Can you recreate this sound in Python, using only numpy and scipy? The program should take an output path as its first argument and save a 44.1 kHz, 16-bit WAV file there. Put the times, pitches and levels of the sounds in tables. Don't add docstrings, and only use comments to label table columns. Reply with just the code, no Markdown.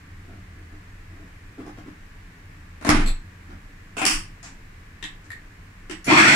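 import sys
import numpy as np
from scipy import signal
from scipy.fft import rfft, irfft
from scipy.io import wavfile
from scipy.ndimage import uniform_filter1d

SR = 44100
rng = np.random.default_rng(int(sys.argv[2]) if len(sys.argv) > 2 else 0)


def waveform_to_disk(signal):
    frames = np.transpose(np.atleast_2d(signal))
    scaled = np.clip(frames, -1, 1) * 32767
    samples = np.round(scaled).astype(np.int16)
    wavfile.write(sys.argv[1], SR, samples)


N = 280035
TIME = np.arange(N) / SR

# (frequency [Hz], relative density [dB per Hz])
HOUSING_COLOUR = [(300, -27), (500, -13.5), (700, -2.5), (880, -7.5), (1400, -2.5), (1850, -2), (2300, 3.5),
                  (3100, -9), (5000, -16.5), (5800, -16), (6500, -19), (7800, -16), (11500, -38),
                  (15500, -68)]
# (frequency [Hz], left-right difference [dB])
HOUSING_LEAN = [(60, 0.0), (110, 0.0), (200, 0.0), (380, -9), (700, 4.5), (1290, -0.5), (2380, -2.0),
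                (4400, 3.5), (8120, 3.5), (15000, -12)]
# (frequency [Hz], relative density [dB per Hz])
CHURN_COLOUR = [(85, -15.5), (120, -3), (190, -6), (305, 0.5), (355, -2), (450, -25.5), (900, -63)]
# (multiple of shaft speed [ratio], level [dB])
WHINE_TONES = [(9, -8.5), (12, -6.5), (18, -32), (31, -39), (40, -29)]
# (time [s], extra drive [dB], extra churning [dB])
FOOD_BITES = [(6.111, 7, 10), (6.188, 7, 7), (6.278, 3, 4.5)]
# (time [s], level [dB], ring t60 [s], body thump [dB], left-right difference [dB],
# rebound against the first blow [dB], part [name])
PART_CONTACTS = [ (2.812, -41.5, 0.056, -56, 6, 1.5, "rim"), (2.848, -24, 0.054, -37, 4, -3.5, "rim"),
                 (2.867, -20, 0.19, -22, 3.5, -10, "rim"), (2.891, -9, 0.015, -17.5, -1.5, -8, "seat"),
                 (2.891, -22.5, 0.019, -42, 6, -24, "latch"), (2.946, -18, 0.1, -24.5, -5.5, -9.5, "seat"),
                 (2.996, -24, 0.26, -40, -1.5, -14.5, "seat"), (3.061, -35, 0.058, -47, 1, 3, "catch"),
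                 (3.968, -29, .15, -38, -6.5, 2, "lid"), (4.016, -21.5, 0.065, -29, 1.5, -7, "lug"),
                 (4.053, -18.5, 0.011, -31, 7.5, -8.5, "latch"),
                 (4.064, -21, 0.063, -32, -13.5, -8.5, "latch"),
                 (4.096, -21, 0.23, -32, -2.5, -5.5, "latch"), (4.429, -41, 0.2, -66, 5.5, -2, "tab"),
                 (5.027, -35.5, 0.026, -52, 6.5, 1.5, "switch"), (5.243, -57, .08, -57, 4, -10, "tab"),
                 (5.304, -38.5, 0.025, -74, 2, 0, "release"), (5.897, -35, 0.054, -36, 8.5, 2.5, "start"),
                 (6.044, -36, .2, -68, 3, -3, "relay")]
PART_COLOURS = { "rim": [(88, -45), (150, -16), (290, 0), (352, -18), (462, -16), (668, -11), (1130, -17.5),
                (1480, -17.5), (2310, -18.5), (3220, -32), (3690, -28), (4750, -34), (9360, -36),
                (13000, -50), (15500, -104)], "seat": [(60, -2), (120, -5), (200, 1.5), (310, -0.5),
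                (480, -15.5), (720, -17.5), (1000, -15.5), (1350, -15), (1800, -15.5), (2350, -16),
                (3600, -25.5), (6500, -32.5), (10000, -36.5), (15500, -66)], "catch": [(200, 8.5),
                (1800, -10), (2400, 2), (2900, -13), (3500, -2), (3850, -5), (4280, 1), (5000, -15),
                (6700, -18), (7700, -3), (8900, -18.5), (11000, -15), (12300, -18), (13500, -32)],
                "lid": [(150, -11), (300, -3), (520, -8), (750, -6), (900, -3), (1020, -8), (1250, -12),
                (1500, 1.5), (1800, -15), (2400, -4.5), (4200, -22.5), (6400, -22), (7500, -13),
                (15000, -44)], "latch": [(150, -4), (310, 1.5), (560, -12.5), (1100, -1), (1900, -2),
                (2800, 4), (3900, -13.5), (4700, -0.5), (5400, 3.5), (6500, -6.5), (7400, -3.5),
                (10200, -5), (11500, -19.5), (15500, -24)], "lug": [(88, -34), (150, -2), (296, -2),
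                (453, -15), (751, -9), (1130, -10), (1480, -12), (1760, -14.5), (2410, -4.5), (4220, -30),
                (5230, -21), (6110, -27), (7130, -29), (10100, -26), (15500, -64)], "tab": [(200, -5),
                (480, -15), (720, 0), (1200, -2), (2200, -0.5), (3500, -10.5), (5200, -6), (7300, -2.5),
                (9500, -17), (12000, -31), (15000, -34)], "switch": [(180, -35), (300, -5), (474, -26),
                (680, -37), (775, -20), (1110, -15), (1330, -26), (1880, -4.5), (2140, -16), (3330, -11),
                (3920, -11.5), (4250, -26), (6510, -25), (7300, -23.5), (15000, -52)],
                "release": [(290, -63), (500, -24), (811, -30), (1130, -22), (1470, -20), (1850, -3),
                (2680, -26), (3050, -34), (3940, -24.5), (5950, -39), (7580, -27), (8490, -42), (9930, -33),
                (11800, -38), (15000, -55)], "start": [(120, -73), (200, -37), (267, -23), (309, 6),
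                (397, -10), (581, -24), (1110, -26), (1460, -19.5), (2060, -19.5), (3010, -20), (3940, -33),
                (5760, -25), (6530, -39), (7420, -26), (15000, -60)], "relay": [(400, -17), (2000, 3),
                (3500, -7), (5800, 1), (7000, 4), (8800, -11), (10500, 4), (12500, -18), (15500, -17)]}
PART_PINGS = { "catch": [(2396, -11, .12), (3470, -20, .25), (4220, -14, .2), (7450, -7, .1),
              (7880, -6.5, 0.079)], "lid": [(2670, -8, 0.055)], "lug": [(764, -1, 0.079),
              (2590, -9, 0.047)], "switch": [(1875, -0.5, 0.045)], "release": [(1860, 1, 0.065)]}
# (nominal frequency [Hz], nominal level [dB], t60 [s])
BODY_MODES = [(121.9, -11.5, 0.51), (193.6, -4.5, 0.33), (273, -4.5, 0.095), (300.5, 4.5, 0.12),
              (341.8, -8.5, 0.33)]
# (time [s], length [s], level [dB])
RUB_STROKES = [(.221, .2, -52), (0.531, 0.12, -55), (0.712, 0.05, -47), (1.069, 0.23, -53.5),
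               (1.571, 0.057, -41.5), (1.646, 0.057, -43.5), (1.766, 0.041, -45.5), (1.852, 0.042, -45),
               (3.48, 0.061, -46.5)]
# (frequency [Hz], relative density [dB per Hz])
SCUFF_COLOUR = [(150, -10), (300, 10), (450, -8.5), (660, -1), (950, -10), (1300, -4.5), (2500, -18.5),
                (7500, -32.5), (15000, -42)]
# (time [s], length [s], level [dB])
BASE_SHOVES = [(2.9063, 0.21, -17.5), (4.117, 0.044, -24.5)]
# (frequency [Hz], t60 [s])
KITCHEN_DECAY = [(100, 0.56), (300, 0.19), (1000, 0.27), (2800, 0.25), (7000, 0.22), (14000, 0.14)]
# (time [s], length [s], level added to the resting hum [dB])
LOW_HUM_SWELLS = [(-.1, 1.49, -49), (2.295, 1.36, -48.5)]
# (frequency [Hz], relative density [dB per Hz])
AIR_COLOUR = [(240, -30.5), (400, -4.5), (452, -2), (503, -8), (663, -8.5), (860, -8), (1170, -3.5),
              (1260, -7), (1740, 0), (2510, -7), (3300, -15.5), (6480, -20.5), (7670, -20), (8530, -24),
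              (15500, -30.5)]
# (frequency [Hz], relative density [dB per Hz])
RUMBLE_COLOUR = [(12, -29), (20, 4.5), (33, 1.5), (54, -11), (97, -2), (136, -16), (165, -7.5),
                 (241, -19.5), (278, -14), (450, -33), (580, -51), (990, -120)]

MOTOR_ON_S, SPIN_UP_S, TOP_TURNS_PER_S = 6.04, 0.137, 195
LOADED_TURNS_PER_S, LOAD_POWER = 52.5, 4.6
DRIVE_DB, CHURN_DB = -19, -21.5
CHURN_FALL_DB_PER_S = -18
BITE_S, SLAP_LAG_S = 0.013, 0.014

REBOUND_S, REBOUND_THUMP_DB = 0.0128, -3.5
REBOUND_RING, REBOUND_PAN = 1.1, -0.9
BODY_RISE_S = 0.0046

SCUFF_DB, SCUFF_DB_PER_S = -4, -28
ROCK_HZ, ROCK_ATTACK_S, ROCK_T60_S = 22.5, 0.04, 0.24
HUM_HZ, HUM_REST_DB, HUM_FADE_S = 86.7, -63, 0.17
AIR_DB, RUMBLE_DB = -52, -45
CUTOFF_HZ = 15600


def motor(teeth=6, rattle_db=0.0, fan_db=-4.0, whine_db=0.0, uneven_db=4.0,
          jitter=0.025, treble_hz=3000, dull=0.97, chop_db=1.5):
    running = TIME > MOTOR_ON_S
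    speed, drive, food = spin_up(TIME[running])
    length = len(speed)
    load = rms_one(butter(rng.standard_normal(length), 70, "low"))
    turns = np.cumsum(speed * (1 - jitter * load)) / SR

    tooth_passes = np.diff(np.floor(turns * teeth), prepend=0)
    knocks = tooth_passes * from_db(uneven_db * np.clip(rng.standard_normal(length), -2, 2))
    shell = diffuse(SR // 50) * decay(TIME[:SR // 50], 0.012)
    signed_knocks = knocks * rng.choice([-1, 1], length)
    rattle = signal.fftconvolve(signed_knocks[None], shell, axes=1)[:, :length]
    fan = from_db(fan_db) * diffuse(length)
    gears = colour(from_db(rattle_db) * rms_one(rattle) + fan, HOUSING_COLOUR)

    soft = np.clip(dull * (1 - speed / speed.max()), 0, 1)
    gears = rms_one(gears - soft * butter(gears, treble_hz, "high", order=1))
    lean_db = at_hz(HOUSING_LEAN, np.fft.rfftfreq(length, 1 / SR))
    gears = irfft(rfft(gears) * from_db(lean_db * [[0.5], [-0.5]]), length)

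    chop = from_db(chop_db * np.sin(2 * np.pi * turns / 4))
    churn = rms_one(colour(diffuse(length) * chop, CHURN_COLOUR))
    tones = from_db(whine_db) * whine(turns) * speed / speed.mean()
    out = np.zeros((2, N))
    out[:, running] = drive * (gears * chop + tones) + food * churn
    return out


def spin_up(s):
    t = s - MOTOR_ON_S
    speed = TOP_TURNS_PER_S * (1 - np.exp(-t / SPIN_UP_S))
    loaded = np.minimum(speed / LOADED_TURNS_PER_S, 1) ** LOAD_POWER
    bite_db = sum(db * np.exp(-((s - at) / BITE_S) ** 2) for at, db, _ in FOOD_BITES)
    slap_db = sum(db * np.exp(-((s - at - SLAP_LAG_S) / BITE_S) ** 2) for at, _, db in FOOD_BITES)
    drive = loaded * from_db(DRIVE_DB + bite_db)
    food = loaded * from_db(CHURN_DB + CHURN_FALL_DB_PER_S * t + slap_db)
    return speed, drive, food


def whine(turns, width_hz=70):
    out = 0
    for multiple, db in WHINE_TONES:
        blur = butter(rng.standard_normal((2, 2, len(turns))), width_hz, "low")
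        phase = 2 * np.pi * multiple * turns
        band = blur[0] * np.cos(phase) + blur[1] * np.sin(phase)
        out = out + from_db(db) * rms_one(band)
    return out


def contacts():
    out = np.zeros((2, N))
    for s, db, t60, body_db, pan_db, rebound_db, part in PART_CONTACTS:
        add(out, s, strike(part, db, t60, body_db, pan_db))
        rebound = strike(part, db + rebound_db, t60 * REBOUND_RING,
                         body_db + REBOUND_THUMP_DB, pan_db * REBOUND_PAN)
        add(out, s + REBOUND_S, rebound)
    return out


def strike(part, db, t60, body_db, pan_db, span_s=0.0083, snap_db=-5.5, hard_s=0.027):
    t = TIME[:SR // 3]
    shell = diffuse(len(t)) * decay(t, t60)
    snap = from_db(snap_db) * np.linalg.norm(shell[0]) * (t == 0)
    crack = colour(shell + snap * (t60 < hard_s), PART_COLOURS[part])
    crack = rms_one(crack) * np.sqrt(span_s / t[-1])
    pings = sum(from_db(ping_db) * mode(t, hz, ring) for hz, ping_db, ring in PART_PINGS.get(part, []))
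    crack = crack + pings

    thump = 0
    for hz, mode_db, ring in BODY_MODES:
        gain = from_db(mode_db + rng.normal(0, 1.0))
        thump = thump + gain * mode(t, hz * (1 + 0.0177 * rng.normal()), ring)
    thump = thump * (1 - np.exp(-t / BODY_RISE_S))
    pan = from_db([[pan_db / 2], [-pan_db / 2]])
    return from_db(db) * crack * pan + from_db(body_db) * thump


def rubs(slips_per_s=900):
    out = np.zeros((2, N))
    t = TIME[:SR // 3]
    body = sum(from_db(db) * mode(t, hz, t60) for hz, db, t60 in BODY_MODES)
    for s, length_s, db in RUB_STROKES:
        stroke = np.sin(np.pi * np.minimum(t / length_s, 1))
        slips = stroke * rng.standard_normal(len(t)) * (rng.random(len(t)) < slips_per_s / SR)
        grains = signal.fftconvolve(slips[None], diffuse(SR // 300), axes=1)[:, :len(t)]
        scuff = rms_one(colour(grains, SCUFF_COLOUR))
        drone = rms_one(signal.fftconvolve(slips, body)[:len(t)])
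        scuff_gain = from_db(SCUFF_DB + SCUFF_DB_PER_S * length_s)
        level = np.sqrt(length_s / t[-1]) * from_db(db)
        add(out, s, level * (scuff_gain * scuff + drone))
    return out


def rocking():
    out = 0
    for s, length_s, db in BASE_SHOVES:
        t = np.maximum(TIME - s, 0)
        attack = np.minimum(t / ROCK_ATTACK_S, 1)
        sway = attack * from_db(db) * decay(np.maximum(t - length_s, 0), ROCK_T60_S)
        out = out + sway * np.sqrt(2) * np.sin(2 * np.pi * ROCK_HZ * t)
    return out


def kitchen(x, wet_db=3.5, bass_wet_db=-2.0, gap_s=0.00918, table_db=-7.5,
            even_hz=45, early_db=3.5, early_s=0.015):
    t, edges = TIME[:SR], np.geomspace(90, 18000, 9)
    spectrum, hz, tail = rfft(diffuse(len(t))), np.fft.rfftfreq(len(t), 1 / SR), 0
    table_then_walls = np.where(t < gap_s, from_db(table_db), 1)
    for low, high in zip(edges, edges[1:]):
        band = irfft(spectrum * ((hz >= low) & (hz < high)), len(t))
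        t60 = at_hz(KITCHEN_DECAY, np.sqrt(low * high))
        tail = tail + band * decay(t, t60) * table_then_walls
    tail = tail * from_db(early_db * np.exp(-(t / early_s) ** 2))

    power = uniform_filter1d(np.mean(abs(rfft(tail)) ** 2, axis=0), int(even_hz / hz[1]))
    wet_points = [(60, -14), (140, bass_wet_db), (350, bass_wet_db), (900, wet_db)]
    wet = from_db(at_hz(wet_points, hz)) * (hz < edges[-1])
    tail = irfft(rfft(tail) * wet / np.sqrt(abs(power) + 1e-6), len(t))[:, :SR // 2]
    return signal.fftconvolve(x, tail, axes=1)[:, :N]


def background(air_db=4.5, rumble_db=0.0, waver=0.076):
    level = from_db(HUM_REST_DB)
    for s, length_s, db in LOW_HUM_SWELLS:
        level = level + from_db(db) * swell(s, length_s, HUM_FADE_S)
    drift = rms_one(butter(rng.standard_normal(N), 11.4, "low"))
    turns = np.cumsum(HUM_HZ * (1 + waver * drift)) / SR
    hum = level * np.sqrt(2) * np.sin(2 * np.pi * turns)
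    air = from_db(AIR_DB) * rms_one(colour(diffuse(N), AIR_COLOUR))
    rumble = from_db(RUMBLE_DB) * rms_one(colour(diffuse(N), RUMBLE_COLOUR))
    return hum + air + rumble


def swell(s, length_s, fade_s):
    return np.clip(np.minimum(TIME - s, s + length_s - TIME) / fade_s, 0, 1)


def from_db(db):
    return 10 ** (np.asarray(db) / 20)


def decay(t, t60):
    return from_db(-60 * t / t60)


def mode(t, hz, t60):
    return np.sin(2 * np.pi * hz * t) * decay(t, t60)


def rms_one(x):
    return x / np.sqrt(np.mean(x ** 2) + 1e-20)


def at_hz(points, hz):
    f, value = np.transpose(points)
    return np.interp(np.log(np.maximum(hz, 1)), np.log(f), value)


def butter(x, hz, kind, order=2):
    return signal.sosfilt(signal.butter(order, hz, kind, fs=SR, output="sos"), x)


def colour(x, spectrum, size=8192):
    hz = np.maximum(np.arange(size // 2 + 1) * SR / size, 1)
    gain = from_db(at_hz(spectrum, hz)) * np.minimum(hz / spectrum[0][0], 1) ** 2
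    cepstrum = irfft(np.log(gain))
    cepstrum[1:size // 2] *= 2
    cepstrum[size // 2 + 1:] = 0
    impulse = irfft(np.exp(rfft(cepstrum)))
    return signal.fftconvolve(x, impulse[None], axes=1)[:, :x.shape[1]]


def diffuse(length, apart_hz=490):
    mid, side = rng.standard_normal((2, length))
    return (mid + butter(side, apart_hz, "high", order=3) * [[1], [-1]]) / np.sqrt(2)


def add(out, s, sound):
    i = round(s * SR)
    out[:, i:i + sound.shape[-1]] += sound[..., :N - i]


def scene():
    machine = rubs() + contacts() + motor()
    return machine + kitchen(machine) + rocking() + background()


def record(dry, top=0.81):
    rounded = top * np.tanh(dry / top)
    return signal.sosfilt(signal.ellip(10, 0.2, 80, CUTOFF_HZ, fs=SR, output="sos"), rounded)


dry = scene()
out = record(dry)
waveform_to_disk(out)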